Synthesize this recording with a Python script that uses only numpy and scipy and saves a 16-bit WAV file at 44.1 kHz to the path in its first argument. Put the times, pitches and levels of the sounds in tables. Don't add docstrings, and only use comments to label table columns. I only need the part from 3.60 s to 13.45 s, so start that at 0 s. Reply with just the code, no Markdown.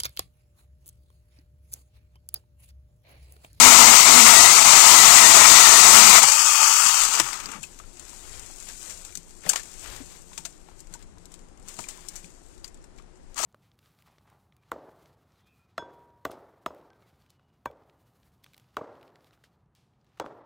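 import sys
import numpy as np
from scipy import signal
from scipy.fft import rfft, irfft, next_fast_len
from scipy.io import wavfile
from scipy.ndimage import uniform_filter1d

SR = 44100
rng = np.random.default_rng(int(sys.argv[2]) if len(sys.argv) > 2 else 0)


def level_to_linear(level):
    exponent = np.asarray(level, float) / 20
    return 10 ** exponent


def store_pcm(level_fs):
    pcm = np.round(np.clip(level_fs, -1, 1) * 32767).astype(np.int16)
    wavfile.write(sys.argv[1], SR, np.atleast_2d(pcm).T)


N = 434369

# start_s, links_per_s, gear_whine_db, load_roughness (0-1)
CHAIN_SPEED = [(0, 238, -26, 0.82), (.3, 237, -27, 0.8), (.45, 245, -31.5, 0.84), (.8, 206, -22.5, 0.64),
               (1.0, 260, -37, 0.59), (1.35, 225, -25.5, 0.69), (1.8, 210, -27, 0.85),
               (2.1, 210, -27.5, 0.74), (2.55, 214, -34.5, 0.67), (2.63, 254, -30.5, 0.45),
               (2.8, 283, -35, 0.15), (3.05, 275, -36, 0.06), (3.3, 296, -41, .2), (3.6, 114, -58, 0.57),
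               (3.8, 47, -77, 0.6), (4.05, 10.4, -84, 0.36), (9.75, 28, -88, 0.32), (9.85, 150, -49, 0.61)]
# start_s, level_db
CHAIN_RUNS = [
    [(0, -10), (.46, -12), (.68, -9), (1.0, -14), (1.31, -12), (2.1, -10), (2.54, -11), (2.74, -20),
     (3.13, -19.5), (3.3, -21), (3.45, -24), (3.5, -28.5), (3.59, -26), (3.625, -35.5), (3.745, -37.5),
     (3.77, -42.5), (3.95, -49), (4.0, -61)],
    [(9.755, -80.5), (9.76, -50.5), (9.774, -43), (9.78, -35.5), (9.82, -32.5), (9.85, -29.5)],
]
HOUSING_RUN_DB = [-1, -4]
# pitch_hz, level_db (per Hz)
CHAIN_COLOUR = [(1650, -33.5), (2800, -7.5), (3230, -8.5), (4820, -5), (5250, -5.5), (6370, -1),
                (7570, -0.5), (8070, -2), (10100, -14), (14800, -17), (15500, -16.5)]
# pitch_hz, level_db (per Hz)
HOUSING_IN_WOOD = [(320, -50), (550, -18), (671, -4), (749, -7), (881, 0), (1190, 0), (1290, 3), (1540, -8),
                   (1790, -7), (1880, -6), (2090, -2.5), (2450, -4), (3200, -16.5), (4160, -32.5),
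                   (7040, -120)]
HOUSING_IN_AIR = [(320, -50.5), (550, -22), (590, -18), (730, -12.5), (888, -2.5), (1060, -5.5),
                  (1230, 2.5), (1550, -8), (2160, -8.5), (2590, -7.5), (3600, -16.5), (4680, -39),
                  (7920, -120)]
# pitch_hz, width_hz, flutter_db
PANELS = [(685, 110, 2), (880, 140, 1.5), (1060, 130, 1.5), (1330, 110, 2), (2100, 170, 2.5),
          (2300, 200, 2)]
# pitch_hz, level_db (per Hz)
WOOD_COLOUR = [(18, -30.5), (30, -25.5), (146, -7), (220, -0.5), (422, -3.5), (461, -3), (516, -9),
               (600, -3), (780, -30.5), (1320, -120)]
# multiple of shaft turns, level_db (re gear whine)
SHAFT_LINES = [(2, -14), (3, -1.5), (4, 0)]
# start_s, length_s, level_db
PUSHES = [
    (0, 0.29, -28.5),
    (.5, 0.22, -27),
    (1.62, .1, -41.5),
    (2.3, 0.28, -33),
]
# start_s, length_s, loss_db
SLIPS = [(.2, 0.019, 0), (.42, .03, 4), (.63, 0.022, 3), (.72, .01, 2.5), (.94, .015, 2), (1.0, .03, 1),
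         (1.038, .008, 7), (1.6, .008, 2), (1.73, .008, 3.5), (1.94, .012, 1), (2.105, .01, 3.5),
         (2.22, .008, 3.5), (2.32, .006, 1.5), (2.52, .006, 3), (2.605, .012, 6.5), (2.655, 0.018, 2.5),
         (2.713, 0.0046, 1.5), (3.08, .02, 0)]
# pitch_hz, level_db (per Hz)
GARDEN_COLOUR = [(12, -29.5), (20, 10.5), (49, -6), (120, -12.5), (175, -14.5), (229, -11.5), (363, -12),
                 (561, -19.5), (776, -18.5), (3260, -34.5), (7980, -33.5), (9910, -41), (13000, -62)]
# pitch_hz, width_hz, level_db
HUM = [(168, 20, -69.5), (363, 20, -68.5), (528, 30, -76.5)]
# start_s, length_s, level_db
BREEZE = [(0, 0.65, -54), (1.7, 0.4, -48), (2.3, 0.14, -53), (4.7, 0.11, -52), (5.45, 0.12, -52),
          (5.98, 0.056, -54), (6.27, 0.15, -44.5), (7.14, 0.03, -50), (7.3, .02, -47), (7.44, .1, -43.5),
          (7.85, .15, -52)]
# start_s, peak_db, t60_s, low_crack_db (re top)
BUCKS = [(2.5889, -4, 0.1, -15), (2.629, 2.5, 0.083, -13), (2.6858, -2.5, 0.071, -8),
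         (2.7196, -2, 0.085, -11), (2.7999, -9, 0.081, -14), (3.4174, -6.5, 0.082, -11.5),
         (3.434, -5, 0.13, -20.5), (3.45, -8, 0.051, -19), (3.5362, -13.5, .05, -22),
         (3.592, -15.5, 0.055, -5), (3.5987, -2.5, 0.044, -2.5), (3.73, -22.5, 0.074, 0),
         (3.8, -22.5, 0.1, -5), (3.8603, -29.5, 0.081, -15.5), (3.9158, -23.5, .075, -23),
         (4.0088, -41, 0.066, -13), (9.744, -37, .02, -22), (9.7665, -31.5, .04, -9.5),
         (9.835, -19.5, .05, -12.5), (9.847, -16, 0.046, -12.5), (9.779, -24, 0.12, -5)]
# start_s, peak_db, t60_s, low_crack_db (re top)
SNAPS = [(4.03, -22, 0.12, -13.5), (4.3703, -36, .07, -21.5), (4.395, -30, 0.096, -23),
         (4.7942, -26.5, .07, -16), (5.0079, -33, 0.16, -7), (5.085, -28, 0.1, -10),
         (5.2284, -28.5, 0.057, -29), (5.2968, -31, 0.04, -15), (5.3053, -26, 0.17, -13),
         (5.897, -14, 0.021, -9), (5.903, -22, 0.054, -12), (5.4488, -26, 0.13, -16),
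         (5.553, -21, 0.051, -17), (5.5729, -22.5, 0.052, -26), (5.8919, -1, 0.093, -24),
         (5.9577, -14.5, 0.17, -4.5), (6.032, -31, 0.073, -14.5), (6.3628, -27.5, 0.076, -19),
         (6.7312, -36, 0.11, -4), (6.777, -21.5, 0.13, -12.5), (6.8533, -18, 0.087, -11.5),
         (7.2035, -34.5, .06, -27), (7.3385, -24.5, 0.084, -22), (7.655, -34, .067, -27),
         (7.718, -37, 0.1, -20.5), (7.74, -33, .08, -9), (8.084, -25.5, 0.13, -27),
         (8.1883, -25.5, 0.25, -23), (8.286, -21.5, 0.18, -14.5), (8.4855, -21, .07, -25),
         (8.556, -25.5, 0.19, -17), (8.5622, -27, .02, -25), (9.044, -29.5, 0.13, -8),
         (9.078, -37, 0.052, -21), (9.3835, -46, .07, 2.5)]
# start_s, peak_db
TICKS = [(4.1885, -31.5), (4.4834, -37), (4.8616, -33), (5.261, -34), (5.374, -38), (6.1392, -37),
         (7.2702, -42), (7.425, -41.5), (7.582, -44.5), (7.791, -44.5), (7.974, -47), (7.997, -47.5),
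         (8.026, -44), (8.863, -45), (8.945, -48.5), (8.978, -43), (9.555, -50), (4.53, -41.5),
         (5.995, -32), (6.055, -35), (8.141, -35), (8.2379, -37), (8.205, -32), (8.643, -39), (7.885, -49),
         (8.835, -52), (9.1436, -41), (9.241, -40), (4.5475, -36), (4.729, -39), (4.832, -36),
         (4.9825, -35.5), (5.025, -34), (5.0713, -33), (5.098, -31), (5.1496, -34.5), (5.214, -36),
         (5.239, -35), (5.278, -35), (5.413, -36), (5.523, -37), (5.7, -44), (5.706, -41), (5.818, -41),
         (5.835, -36.5), (5.8625, -30), (5.917, -31), (5.932, -17), (7.326, -40), (8.077, -36),
         (8.173, -45), (7.192, -42), (9.172, -50), (9.225, -50), (9.362, -49), (9.377, -48.5), (9.422, -50),
         (9.57, -53)]
# start_s, peak_db, ring_hz, t60_s
KNOCKS = [(2.634, -5, 850, 0.013), (3.858, -20, 4860, 0.0097), (3.865, -33, 7800, 0.043),
          (5.838, -35, 2026, 0.012), (6.853, -41, 677, 0.056), (7.115, -44, 900, .03),
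          (4.037, -27, 2580, 0.045), (4.199, -33.5, 1300, 0.031), (4.237, -43, 1350, 0.05),
          (5.853, -35, 480, .012), (5.864, -29, 1900, .01), (5.867, -26, 604, 0.01), (5.879, -39, 500, .01),
          (5.898, -20, 1500, .015), (5.931, -24, 2300, .012), (5.935, -20, 1020, 0.014),
          (5.943, -32, 1000, .01), (5.964, -31, 1064, 0.04), (5.994, -34, 1740, 0.015),
          (6.244, -33, 2590, 0.053), (6.259, -32.5, 1680, 0.061), (6.777, -29, 2420, 0.05),
          (6.781, -37.5, 890, 0.044), (6.851, -22.5, 4020, 0.056), (7.087, -39.5, 820, 0.019),
          (4.53, -39, 1000, .02), (4.9, -41, 850, .02), (5.1, -38, 1700, .02), (5.31, -39, 2300, .02),
          (5.525, -41, 2300, .02), (4.04, -30, 7300, 0.028), (9.048, -33, 4700, .05),
          (8.19, -31.5, 660, 0.019), (8.27, -40, 1000, .06), (8.31, -46, 800, .06), (8.38, -45, 1000, .06),
          (8.45, -45.5, 1150, .06), (8.55, -48.5, 1000, 0.056), (7.573, -48, 1000, .02),
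          (6.715, -42.5, 1010, .03), (6.335, -37.5, 1900, .015), (9.768, -30.5, 1000, .015),
          (9.799, -26, 720, .02), (9.831, -22.5, 850, .02), (9.838, -27, 900, .015),
          (7.339, -41, 1480, 0.046), (7.352, -40, 950, .04), (8.19, -26, 990, 0.02),
          (8.24, -33, 2410, 0.022), (8.644, -38.5, 2500, .01), (9.044, -25.5, 4740, 0.012),
          (9.387, -47, 2300, .015), (9.397, -43.5, 1136, 0.02), (9.216, -50, 5600, .05)]
BUMPS = [(3.86, -40, 200.7, .08), (3.885, -38, 259, 0.057), (3.95, -39, 201, .1), (3.98, -41, 150, 0.073),
         (8.26, -47, 258, 0.09), (2.629, -32, 124, 0.1), (3.6, -26, 313, 0.043), (3.601, -35, 132, 0.062),
         (5.571, -44, 170, 0.11), (5.855, -34, 168, 0.11), (6.328, -46, 102, 0.1),
         (6.402, -33.5, 269, 0.048), (6.41, -41.5, 320, .06), (6.793, -46, 170, 0.12), (7.3, -49, 60, 0.11),
         (7.519, -47, 80, 0.088), (7.649, -46, 277, 0.11), (8.186, -36.5, 168, 0.064),
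         (8.637, -43.5, 176, 0.11)]
# start_s, leaf_level_db
RUSTLE = [(3.9, -52), (4.35, -58), (4.55, -47.5), (5.04, -49.5), (5.13, -47.5), (5.57, -52), (5.63, -59),
          (5.82, -57), (6.0, -53.5), (6.33, -48), (6.66, -57.5), (6.9, -56.5), (7.03, -64), (7.99, -73),
          (8.12, -54.5), (8.65, -59), (9.0, -66), (9.3, -82), (9.76, -72.5)]
# pitch_hz, level_db (per Hz)
LEAF_COLOUR = [(1470, -35.5), (2500, -15.5), (2740, -16.5), (3500, -15), (5530, -9), (7440, -2), (8730, -7),
               (10600, -17.5), (14100, -19.5), (15500, -23)]
# start_s, length_s, gain_db
SCRAPES = [(4.4, 0.069, 6), (5.09, 0.013, 8), (5.85, 0.081, 16.5), (6.24, 0.16, 7), (4.65, .2, 2.5),
           (6.52, .06, 5), (7.08, 0.039, 7.5), (7.33, 0.0204, 11), (7.405, 0.014, 13.5),
           (7.72, 0.031, 16.5), (8.07, 0.033, 7), (8.18, .02, 2), (8.27, 0.25, 7), (8.55, 0.023, 8.5),
           (9.1, .08, 11), (9.37, 0.039, 18.5), (9.72, 0.041, 12.5)]
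# start_s, length_s, gain_db
BRUSHES = [(4.035, 0.0099, 5.5), (4.19, .01, 0), (5.3, .03, 1), (5.87, 0.1, 3.5), (6.73, 0.021, 3.5),
           (7.19, 0.018, 9), (7.41, 0.018, 0.5), (7.62, 0.028, 7), (7.82, .03, 5.5), (8.2, 0.045, 4.5),
           (8.9, 0.038, 5)]
# pitch_hz, loss_db
COVER_LOSS = [(60, 15.0), (110, 16.0), (200, 16.5), (380, 19.5), (700, 24.5), (1290, 26.5), (2380, 30.5),
              (4400, 40), (7600, 48), (11000, 39)]
COVERED_SIDE_LOSS = [(60, 8.5), (110, 16.5), (200, 15), (380, 16.5), (700, 14.5), (1290, 12), (2380, 6),
                     (4400, 6), (8120, 9.5), (15000, -8.5)]
# pitch_hz, level_db
DROPOUT_LEVEL = [(50, -23), (150, -21), (300, -29.5), (550, -22), (800, -17.5), (2000, -15.5), (4000, -10.5),
                 (6000, -9), (9000, -12), (11000, -14.5), (15000, -16.5)]


def colour(x, points, sign=1):
    hz, db = np.transpose(points)
    bins = np.arange(2049) * SR / 4096
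    cep = irfft(sign * np.interp(np.log(bins + 1), np.log(hz), db) * np.log(10) / 20)
    cep[1:2048] *= 2
    cep[2049:] = 0
    return signal.oaconvolve(x, irfft(np.exp(rfft(cep))))[:len(x)]


def unit(x, lo_hz=20, hi_hz=20000):
    spec = rfft(x, next_fast_len(len(x)))
    bins = np.arange(len(spec)) * SR / 2 / len(spec)
    power = 2 * np.sum(np.abs(spec[(bins > lo_hz) & (bins < hi_hz)]) ** 2) / len(x) ** 2
    return x / np.sqrt(power)


def band(x, hz, width_hz):
    return signal.lfilter(*signal.iirpeak(min(hz, .45 * SR), hz / width_hz, SR), x)


def curves(table, off_db=-110):
    s, *cols = np.transpose(table)
    t = np.arange(N) / SR
    return [np.interp(t, s, cols[0], off_db, off_db)] + [np.interp(t, s, c) for c in cols[1:]]


def swells(events, rise_s, fall_s, rest_db):
    t = np.arange(0, N, 16) / SR
    lift = []
    for s, length_s, db in events:
        corners = np.cumsum([s - rise_s, rise_s, length_s, fall_s])
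        lift.append((db - rest_db) * np.interp(t, corners, [0, 1, 1, 0]))
    return rest_db + np.interp(np.arange(N) / SR, t, np.max(lift, axis=0))


def walk(rate):
    k = max(int(SR / rate), 1)
    held = np.repeat(rng.standard_normal(N // k + 1), k)
    return 0.98 * uniform_filter1d(uniform_filter1d(held, k), k)[:N]


def clicks(rate, spread_db):
    size = level_to_linear(spread_db * rng.exponential(size=N)) * rng.standard_normal(N)
    return (rng.random(N) < rate / SR) * size


def noise():
    return rng.standard_normal(N)


def chain_rattle(drive):
    metal = drive * (noise() + .5 * unit(clicks(3000, 2.6)))
    return unit(colour(metal, CHAIN_COLOUR), 4000, 10000)


def housing_ring(drive, free):
    flutter = level_to_linear(0.76 * walk(30.04) + 1.3 * walk(200))
    shell = drive * flutter * (noise() + .6 * unit(clicks(1200, 1.6)))
    in_wood = unit(colour(shell, HOUSING_IN_WOOD))
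    in_air = unit(colour(shell, HOUSING_IN_AIR))
    return np.sqrt(1 - free) * in_wood + np.sqrt(free) * in_air


def wood_tear(slap):
    tear = slap * level_to_linear(2.0 * walk(25)) * noise()
    wood = unit(colour(tear, WOOD_COLOUR), 140, 550)
    clear = swells([(2.9, .3, 0.89)], rise_s=.15, fall_s=.1, rest_db=0)
    return wood - 0.83 * clear * band(wood, 160, 160)


def panel_flutter(housing):
    for hz, width_hz, db in PANELS:
        gain = level_to_linear(db * walk(24)) - 1
        yield gain * band(housing, hz, width_hz)


def gear_whine(turns, rough):
    mesh_teeth, shaft_per_link = 9, 1.072
    shake = 2 * np.pi * turns
    mesh = mesh_teeth * shake + (0.6 + 2.6 * rough) * walk(150)
    whine = level_to_linear(2.5 + (1.5 + 2.5 * rough) * walk(40)) * (np.sin(mesh) + .5 * np.sin(2 * mesh))
    for k, db in SHAFT_LINES:
        level = level_to_linear(db - 6.0 * rough + 1.8 * walk(25))
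        whine += level * np.sin(k * shaft_per_link * shake + 3.1 * rough * walk(90))
    return whine


def stem_shake(turns):
    shake = 1.03 * 2 * np.pi * turns
    level = level_to_linear(5.7 * walk(30))
    throb = np.sin(shake + 1.7 * walk(35))
    octave = 0.34 * np.sin(2 * shake + 1.1 * walk(30))
    return level * (throb + octave)


def saw():
    links, whine_db, rough = curves(CHAIN_SPEED)
    turns = np.cumsum(links * (1 + 0.038 * rough * walk(60))) / SR
    strike = level_to_linear(3.0 * rng.standard_normal(N // 100))[turns.astype(int)]
    slap = 0.75 + 0.56 * strike * np.exp(-(turns % 1) / 0.49)
    drive = slap * level_to_linear(1.0 * walk(12) + 1.0 * walk(45))
    t = np.arange(N) / SR
    free = np.clip((t - 2.63) / 0.019, 0, 1)
    chain = chain_rattle(drive)
    housing = housing_ring(drive, free)
    wood = wood_tear(slap)
    housing += sum(panel_flutter(housing))
    cancel = np.clip(0.46 + 0.25 * walk(8.8), 0, 1) * free * (t < 3.62)
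    chain -= cancel * (band(chain, 3550, 270) + band(chain, 4080, 260))
    housing -= cancel * band(housing, 3550, 450)

    stem_rest_db = -50.5
    stem_db = swells(PUSHES, rise_s=0.061, fall_s=.06, rest_db=stem_rest_db)
    lean = (stem_db - stem_rest_db) / 20
    slip_db = swells(SLIPS, rise_s=0.012, fall_s=.004, rest_db=0)
    halvings = np.clip(np.log2(260 / links), 0, 4) * free
    housing_db = -5.5 - 1.0 * free + 3 * halvings + 0.5 * lean + 0.75 * walk(14) - 0.55 * slip_db
    bite_db = -27.5 - 7 * free + 7 * halvings + 2.5 * lean + 0.82 * walk(10) - .8 * slip_db
    out = level_to_linear(whine_db) * gear_whine(turns, rough)
    for run, run_db in zip(CHAIN_RUNS, HOUSING_RUN_DB):
        chain_db = curves(run)[0] - 0.79 * slip_db
        out += level_to_linear(chain_db) * (chain + level_to_linear(housing_db + run_db) * housing + level_to_linear(bite_db) * wood)
    return out, level_to_linear(stem_db - 3.5) * (1 - free) * stem_shake(turns)


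def garden():
    wash = unit(colour(level_to_linear(1.0 * walk(3.3)) * noise(), GARDEN_COLOUR), 100, 13000)
    hum = sum(level_to_linear(db - 0.5 + 3 * walk(5.5)) * unit(band(noise(), hz, w)) for hz, w, db in HUM)
    rumble = signal.butter(2, [12, 70], "bandpass", fs=SR, output="sos")
    breeze = signal.sosfilt(rumble, level_to_linear(3.5 * walk(4.7) + 3 * walk(25)) * noise())
    puff_db = swells(BREEZE, rise_s=.1, fall_s=.2, rest_db=-55.5)
    return level_to_linear(-61) * wash + hum + level_to_linear(puff_db - 8.5) * unit(breeze)


def snaps():
    t = np.arange(6000) / SR
    top, low, tick = np.zeros((3, N + len(t)))
    strays = [(s, db, 0.08, -11) for s, db in TICKS]
    for s, peak_db, t60, low_db in SNAPS + BUCKS + strays:
        fade = np.exp(-np.log(1000) * t / np.clip(t60, .015, .2))
        opening = 1 - np.exp(-t / 0.00071)
        blow = level_to_linear(peak_db - 10.0) * opening * (0.85 * np.exp(-t / 0.0026) + 0.4 * fade)
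        i = int(s * SR)
        top[i:i + len(t)] += blow
        low[i:i + len(t)] += level_to_linear(low_db + 3.0) * blow
        tick[int((s + .001) * SR)] = level_to_linear(peak_db - 1.5) * np.clip(0.072 / t60, 0, 1.5)
    bright = unit(colour(noise(), LEAF_COLOUR))
    ragged = level_to_linear(1.6 * walk(400))
    woody = unit(band(band(noise(), 1400, 4500), 2200, 5000))
    ping = colour(tick[:N], LEAF_COLOUR) / np.abs(colour(np.eye(1, 4096)[0], LEAF_COLOUR)).max()
    return ping + ragged * (top[:N] * bright + low[:N] * woody)


def knocks():
    t = np.arange(8000) / SR
    out = np.zeros(N + len(t))
    for s, peak_db, ring_hz, t60 in KNOCKS + BUMPS:
        push = rng.standard_normal(len(t)) * np.exp(-t * ring_hz / 4.2)
        width_hz = np.log(1000) / np.pi / np.clip(t60, .01, .3)
        ring = band(push, ring_hz, width_hz) + 0.13 * band(push, ring_hz, 0.43 * ring_hz)
        i = int(s * SR)
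        out[i:i + len(t)] += level_to_linear(peak_db - 4.5) * ring / np.abs(ring).max()
    return out[:N]


def rustle():
    brush_db = swells(BRUSHES, rise_s=0.051, fall_s=0.028, rest_db=0)
    leaf_db = curves(RUSTLE)[0] + 1.5 * walk(9) + brush_db
    twig_db = swells(SCRAPES, rise_s=0.037, fall_s=.05, rest_db=0) - 8
    flurry = level_to_linear(0.83 * walk(14) + 1.4 * walk(60))
    tail = np.exp(-np.arange(400) / (.0015 * SR))
    grains = signal.fftconvolve(clicks(1500, .8), tail)[:N] * noise()
    leaves = colour(flurry * (noise() + 0.75 * unit(grains)), LEAF_COLOUR)
    other_grains = np.roll(grains, SR)
    twigs = band(level_to_linear(1.8 * walk(19)) * (noise() + 0.54 * unit(other_grains)), 1100, 3600)
    return level_to_linear(leaf_db) * (unit(leaves, 4000, 10000) + level_to_linear(twig_db) * unit(twigs))


def scene():
    tool, stem = saw()
    near = 2 * (tool + stem + rustle() + snaps() + knocks())
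    smear = rng.standard_normal(5000) * np.exp(-np.arange(5000) / (0.027 * SR))
    around = signal.oaconvolve(near, smear / np.sqrt(np.sum(smear ** 2)))[:N]
    dull = signal.filtfilt(*signal.butter(1, 3200, fs=SR), near - around)
    leak = .62 * dull + .9 * around + 1.2 * stem
    muffled = colour(leak, COVER_LOSS, sign=-1)
    shaded = colour(2 * garden(), COVERED_SIDE_LOSS, sign=-1)
    return np.array([near + 2 * garden(), muffled + shaded])


def band_dropouts(x):
    window = np.sin(np.pi * (np.arange(2048) + .5) / 2048)
    hz, _, spec = signal.stft(np.pad(x, [(0, 0), (342, 0)]), SR, window, 2048, 1024)
    power = np.abs(spec) ** 2 + 1e-18
    loudest = power[:, (hz > 5000) & (hz < 9000)].mean(axis=1, keepdims=True)
    bands = power[:, :1024].reshape(len(x), 256, 4, -1).mean(axis=2)
    band_hz = hz[2:1024:4]
    wander_db = 7.7 * uniform_filter1d(rng.standard_normal(bands.shape), size=4, axis=-1)
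    edge_hz, edge_db = np.transpose(DROPOUT_LEVEL)
    threshold_db = np.interp(np.log(band_hz), np.log(edge_hz), edge_db)[:, None]
    side_db = np.array([0, 8.5])[:, None, None]
    limit = loudest * level_to_linear(2 * (threshold_db + wander_db + side_db))
    limit += level_to_linear(2 * -95) * (band_hz[:, None] > 12900)
    keep = .01 + .99 / (1 + (limit / bands) ** 6)
    step = level_to_linear(2 * -0.5) * np.repeat(limit, 4, axis=1)
    spec[:, :1024] *= np.repeat(keep, 4, axis=1) / (1 + (step / power[:, :1024]) ** 4)
    return signal.istft(spec, SR, window, 2048, 1024)[1][:, 342:342 + N]


def top_cut(x):
    return signal.sosfilt(signal.butter(12, 15620, fs=SR, output="sos"), x)


def record(dry):
    top = level_to_linear(-2.5)
    x = level_to_linear(1.0) * dry / top
    flattened = top * x / (1 + np.abs(x) ** 4.9) ** (1 / 6.6)
    return top_cut(band_dropouts(flattened))


dry = scene()
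out = record(dry)
store_pcm(out)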